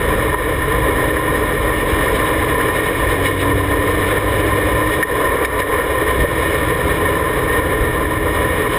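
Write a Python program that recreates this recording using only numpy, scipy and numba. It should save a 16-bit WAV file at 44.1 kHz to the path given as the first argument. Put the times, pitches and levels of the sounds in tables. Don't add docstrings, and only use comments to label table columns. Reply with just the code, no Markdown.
import sys
import numpy as np
from scipy import signal
from scipy.fft import rfft, irfft
from scipy.io import wavfile
from scipy.ndimage import uniform_filter1d, minimum_filter1d
from numba import njit

SR = 44100
rng = np.random.default_rng(int(sys.argv[2]) if len(sys.argv) > 2 else 0)


def wav_record(signal):
    frames = np.transpose(np.atleast_2d(signal))
    bounded = np.clip(frames, -1, 1)
    quanta = np.round(bounded * 32767).astype(np.int16)
    wavfile.write(sys.argv[1], SR, quanta)


N = 387198
LIGHT_LOAD = .35


def undb(db):
    return 10 ** (np.asarray(db) / 20)


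def unit(x):
    return x / np.sqrt(np.mean(x ** 2))


def colour(x, points, bells=(), size=8192):
    hz = np.arange(size // 2 + 1) * SR / size + 1
    corner_hz, corner_db = np.transpose(points)
    db = np.interp(np.log(hz), np.log(corner_hz), corner_db)
    for centre, width, bell_db in bells:
        db = db + bell_db * np.exp(-np.log(2) * (2 * (hz - centre) / width) ** 2)
    cepstrum = irfft(np.log(undb(db)))
    cepstrum[1:size // 2] *= 2
    cepstrum[size // 2 + 1:] = 0
    response = irfft(np.exp(rfft(cepstrum)))
    response = unit(response) / np.sqrt(size)
    return signal.fftconvolve(x, response)[:N]


def walk(rate):
    hold = int(SR / rate)
    steps = np.repeat(rng.standard_normal(N // hold + 1), hold)
    smooth = uniform_filter1d(uniform_filter1d(steps, hold), hold)[:N]
    return (smooth - smooth.mean()) / smooth.std()


def by_load(load, db):
    return np.interp(load, [0, LIGHT_LOAD, 1], db)


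def drive():
    # start_s, shaft_hz (at the start), climb_hz_per_s, load (0-1), pedal_s
    stages = [(0, 44.0, .55, .35, .1), (1.25, 44.05, .83, .35, .1), (2.7, 45.25, 2.95, 1.0, .5),
              (4.3, 49.95, 2.3, 1.0, .1), (5.02, 50.9, -1.9, 0, .04), (6.18, 40.5, .9, .85, .07),
              (7.0, 41.25, .62, .6, 1.8)]
    clutch_s = .07
    t = np.arange(N) / SR
    start, hz, climb, load, pedal_s = np.transpose(stages)
    stage = np.searchsorted(start, t, side="right") - 1
    age = t - start[stage]
    shaft_hz = uniform_filter1d(hz[stage] + climb[stage] * age, int(clutch_s * SR))
    before = load[np.maximum(stage - 1, 0)]
    pedal = np.minimum(age / pedal_s[stage], 1)
    return shaft_hz, before + (load[stage] - before) * pedal


def engine(shaft_hz, load):
    # multiple, off_throttle_db, light_load_db, full_load_db
    orders = [(1, -44, -30, -33), (2, -38, -43, -26.5), (3, -48, -35, -42), (4, -60, -40, -35),
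              (5, -60, -36, -45), (6, -35, -33, -31), (7, -50, -36, -41), (7.5, -39, -42, -38),
              (8, -55, -50, -32), (10, -45, -38, -33), (14, -60, -48, -44), (15, -60, -50, -44)]
    # frequency_hz, level_db
    mount = [(41, -5), (44, 0), (185, 0), (215, -4), (250, -6.5), (280, 1), (300, 3), (335, 6), (352, -5),
             (385, -2), (417, 3), (445, -4), (600, 0), (20000, 0)]
    turns = np.cumsum(shaft_hz * (1 + .0015 * walk(8))) / SR
    lines = 0
    for multiple, *db in orders:
        waver_db = 2.0 * walk(2) + 1.2 * walk(14)
        gain = undb(by_load(load, db) + waver_db)
        phase_turns = multiple * turns + .015 * walk(9) + rng.random()
        lines = lines + gain * np.sin(2 * np.pi * phase_turns)
    return np.sqrt(2) * colour(lines, mount)


def drone(load):
    # frequency_hz, density_db_per_hz
    roughness = [(60, -21), (110, 3.5), (160, -3), (230, -18), (350, -27.5), (1500, -89)]
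    # off_throttle_db, light_load_db, full_load_db
    panel_db = (-60, -48, -30)
    panel_hz, panel_width_hz = 325, 12
    boom = colour(rng.standard_normal(N), roughness)
    boom_gain = undb(-32 + 2.4 * load) * np.clip(load / LIGHT_LOAD, .25, 1)
    resonance = signal.iirpeak(panel_hz, panel_hz / panel_width_hz, fs=SR)
    panel = unit(signal.lfilter(*resonance, rng.standard_normal(N)))
    return boom_gain * boom + undb(by_load(load, panel_db)) * panel


def shudder():
    # start_s, end_s, swing_hz, level_db
    bite = (6.153, 6.258, 65, -11)
    start, end, hz, db = bite
    t = np.arange(N) / SR
    fade_in = np.clip((t - start) / .01, 0, 1)
    fade_out = np.clip((end - t) / .008, 0, 1)
    grow = fade_in * fade_out * (.7 + 3 * (t - start))
    swing = np.tanh(0.9 * np.sin(2 * np.pi * hz * (t - start)))
    thud_outline = [(15, -6), (40, 2), (130, 0), (250, -9), (450, -4), (600, -12), (1500, -60)]  # Hz, dB per Hz
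    thud = colour(rng.standard_normal(N), thud_outline)
    return undb(db) * grow * (swing + .55 * thud)


def knocks():
    # start_s, level_db, length_ms, sharpness (0-1, metallic share of power), padded_hz
    blows = [(.341, -.5, 10, .02, 1040), (1.165, -7, 14, .2, 1850), (5.025, 1, 12, .6, 1900),
             (5.4465, 2.5, 14, .65, 2300), (5.589, -9, 10, .9, 2200), (5.598, -2.5, 12, .7, 500),
             (5.611, -5, 17, .15, 1900), (6.244, -7, 12, .01, 500), (6.250, -8.5, 10, .01, 1800)]
    # frequency_hz, level_db
    metal = [(600, -25), (1500, -10), (2300, 2), (3000, 0), (3700, 5), (5100, 8), (20000, -2)]
    padded_db, padded_q = 8.5, 3.5
    t = np.arange(2048) / SR
    padded, edge = np.zeros(N), np.zeros(N)
    for s, db, ms, sharp, hz in blows:
        low, high = rng.standard_normal((2, len(t)))
        age = t * 1000 / ms
        at = slice(int(s * SR), int(s * SR) + len(t))
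        burst = undb(db) * np.clip(age / .25, 0, 1) * np.exp(-.8 * age - age ** 6)
        band = signal.iirpeak(hz, padded_q, fs=SR)
        padded[at] += np.sqrt(1 - sharp) * signal.lfilter(*band, burst * low)
        edge[at] += np.sqrt(sharp) * burst * high
    return undb(padded_db) * padded + colour(edge, metal)


def bumps():
    # start_s, level_db, swing_hz
    jolts = [(1.927, -7, 68), (7.808, -10, 58)]
    out = np.zeros(N)
    for s, db, hz in jolts:
        turn = np.arange(int(1.5 * SR / hz)) * hz / SR
        window = np.sin(np.pi * turn / 1.5) ** .5
        at = slice(int(s * SR), int(s * SR) + len(turn))
        out[at] -= undb(db) * np.sin(2 * np.pi * turn) * window
    return out


def swells():
    # middle_s, rise_db, length_ms
    rises = [(1.79, 2, 43), (2.74, 5, 40), (2.87, 5, 44), (3.12, 6.5, 40), (3.265, 7.5, 61),
             (3.415, 8.5, 54), (3.92, 4.5, 57), (4.22, 3, 40), (4.4, 4.5, 36), (4.49, 2, 36),
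             (4.94, 9.5, 49)]
    t = np.arange(N) / SR
    return sum(db * np.exp(-(2000 * (t - s) / ms) ** 2) for s, db, ms in rises)


def roar(load):
    # off_throttle_db, light_load_db, full_load_db
    load_db = (-17, -16.5, -16.5)
    # time_s, level_db
    bright_course = [(0, -5.5), (1.3, -7.5), (1.8, -3), (3.4, -3), (4.9, -3.5), (5.2, -21), (6.0, -9),
                     (6.3, -0.5), (7.7, -13), (8.78, -1.5)]
    roar_db = by_load(load, load_db) + 0.85 * walk(3.01)
    gust_db = 0.43 * walk(8) + 0.5 * walk(20) + 0.96 * walk(50)
    body = undb(gust_db) * rng.standard_normal(N)
    bright = colour(rng.standard_normal(N), [(1200, -14.5), (2500, 4.5), (20000, 1.5)])
    bright_db = np.interp(np.arange(N) / SR, *np.transpose(bright_course)) + swells()
    flutter_db = 0.5 * walk(10) + 2.4 * walk(35)
    return undb(roar_db) * (body + undb(bright_db + flutter_db) * bright)


def rumble(load):
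    # frequency_hz, density_db_per_hz
    shaking = [(15, -22), (28, -19), (40, -15), (60, 1.5), (80, -3), (110, -7.5), (150, -15), (220, -32),
               (400, -52), (1500, -100)]
    # off_throttle_db, light_load_db, full_load_db
    load_db = (-26, -24.5, -24)
    level_db = by_load(load, load_db) + walk(5)
    return undb(level_db) * colour(rng.standard_normal(N), shaking)


def housing(outside):
    # frequency_hz, density_db_per_hz
    wall = [(60, -13), (230, -16.5), (300, -6), (550, -3), (750, -16.5), (1500, -16.5), (2300, -15),
            (2600, -28.5), (3900, -27), (4150, -38.5), (4800, -45.5), (5400, -50), (5800, -62), (6000, -71)]
    # centre_hz, width_hz, level_db
    modes = [(261, 32, 2.5), (298, 38, 1.2), (326, 27, 2), (356, 43, -4.5), (427.7, 58, 5), (490, 53, 3.5),
             (567, 62, 1), (838, 88, 10), (857, 70, -10), (1010.4, 108.5, 15.5), (1053, 35, 5),
             (1165, 138, 8.5), (1388, 105, 4), (1720, 154, 7), (1836, 99, 13.5), (1910, 50, 0.5),
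             (2173, 89, 5), (2397, 43, 4), (2888, 124, 8), (3053, 153, 6.5), (3412, 190, 6), (3744, 73, 6),
             (5144, 340, 15.5), (5555, 44, -8), (5750, 230, 11)]
    return colour(outside, wall, modes)


def scene():
    shaft_hz, load = drive()
    through_mount = engine(shaft_hz, load) + drone(load) + shudder() + bumps() + rumble(load)
    through_wall = housing(knocks() + roar(load))
    return (through_mount + through_wall)[None]


@njit
def limiter(x, sensed, top, attack, release):
    y, gain = np.empty(len(x)), 1.
    for i in range(len(x)):
        want = min(1., top / (abs(sensed[i]) + 1e-9))
        gain += (want - gain) * (attack if want < gain else release)
        y[i] = gain * x[i]
    return y


def record(dry):
    # frequency_hz, level_db
    sense = [(60, -13), (300, -2.5), (20000, -6.5)]
    ceiling_db, attack_s, release_s = -4, .0015, .082
    hold, top_hz = 4, 15250
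    reach = int(2 * attack_s * SR)
    sensed = minimum_filter1d(-np.abs(colour(dry[0], sense)), size=2 * reach + 1)
    limited = limiter(dry[0], sensed, undb(ceiling_db), 1 / (attack_s * SR), 1 / (release_s * SR))
    slow = signal.resample_poly(limited, 40, 147)
    held = signal.resample_poly(np.repeat(slow, hold), 147, 160)
    held = np.pad(held, (0, hold))[:N]
    lowpass = signal.ellip(10, .2, 70, top_hz, fs=SR, output="sos")
    return signal.sosfilt(lowpass, held)[None]


dry = scene()
out = record(dry)
wav_record(out)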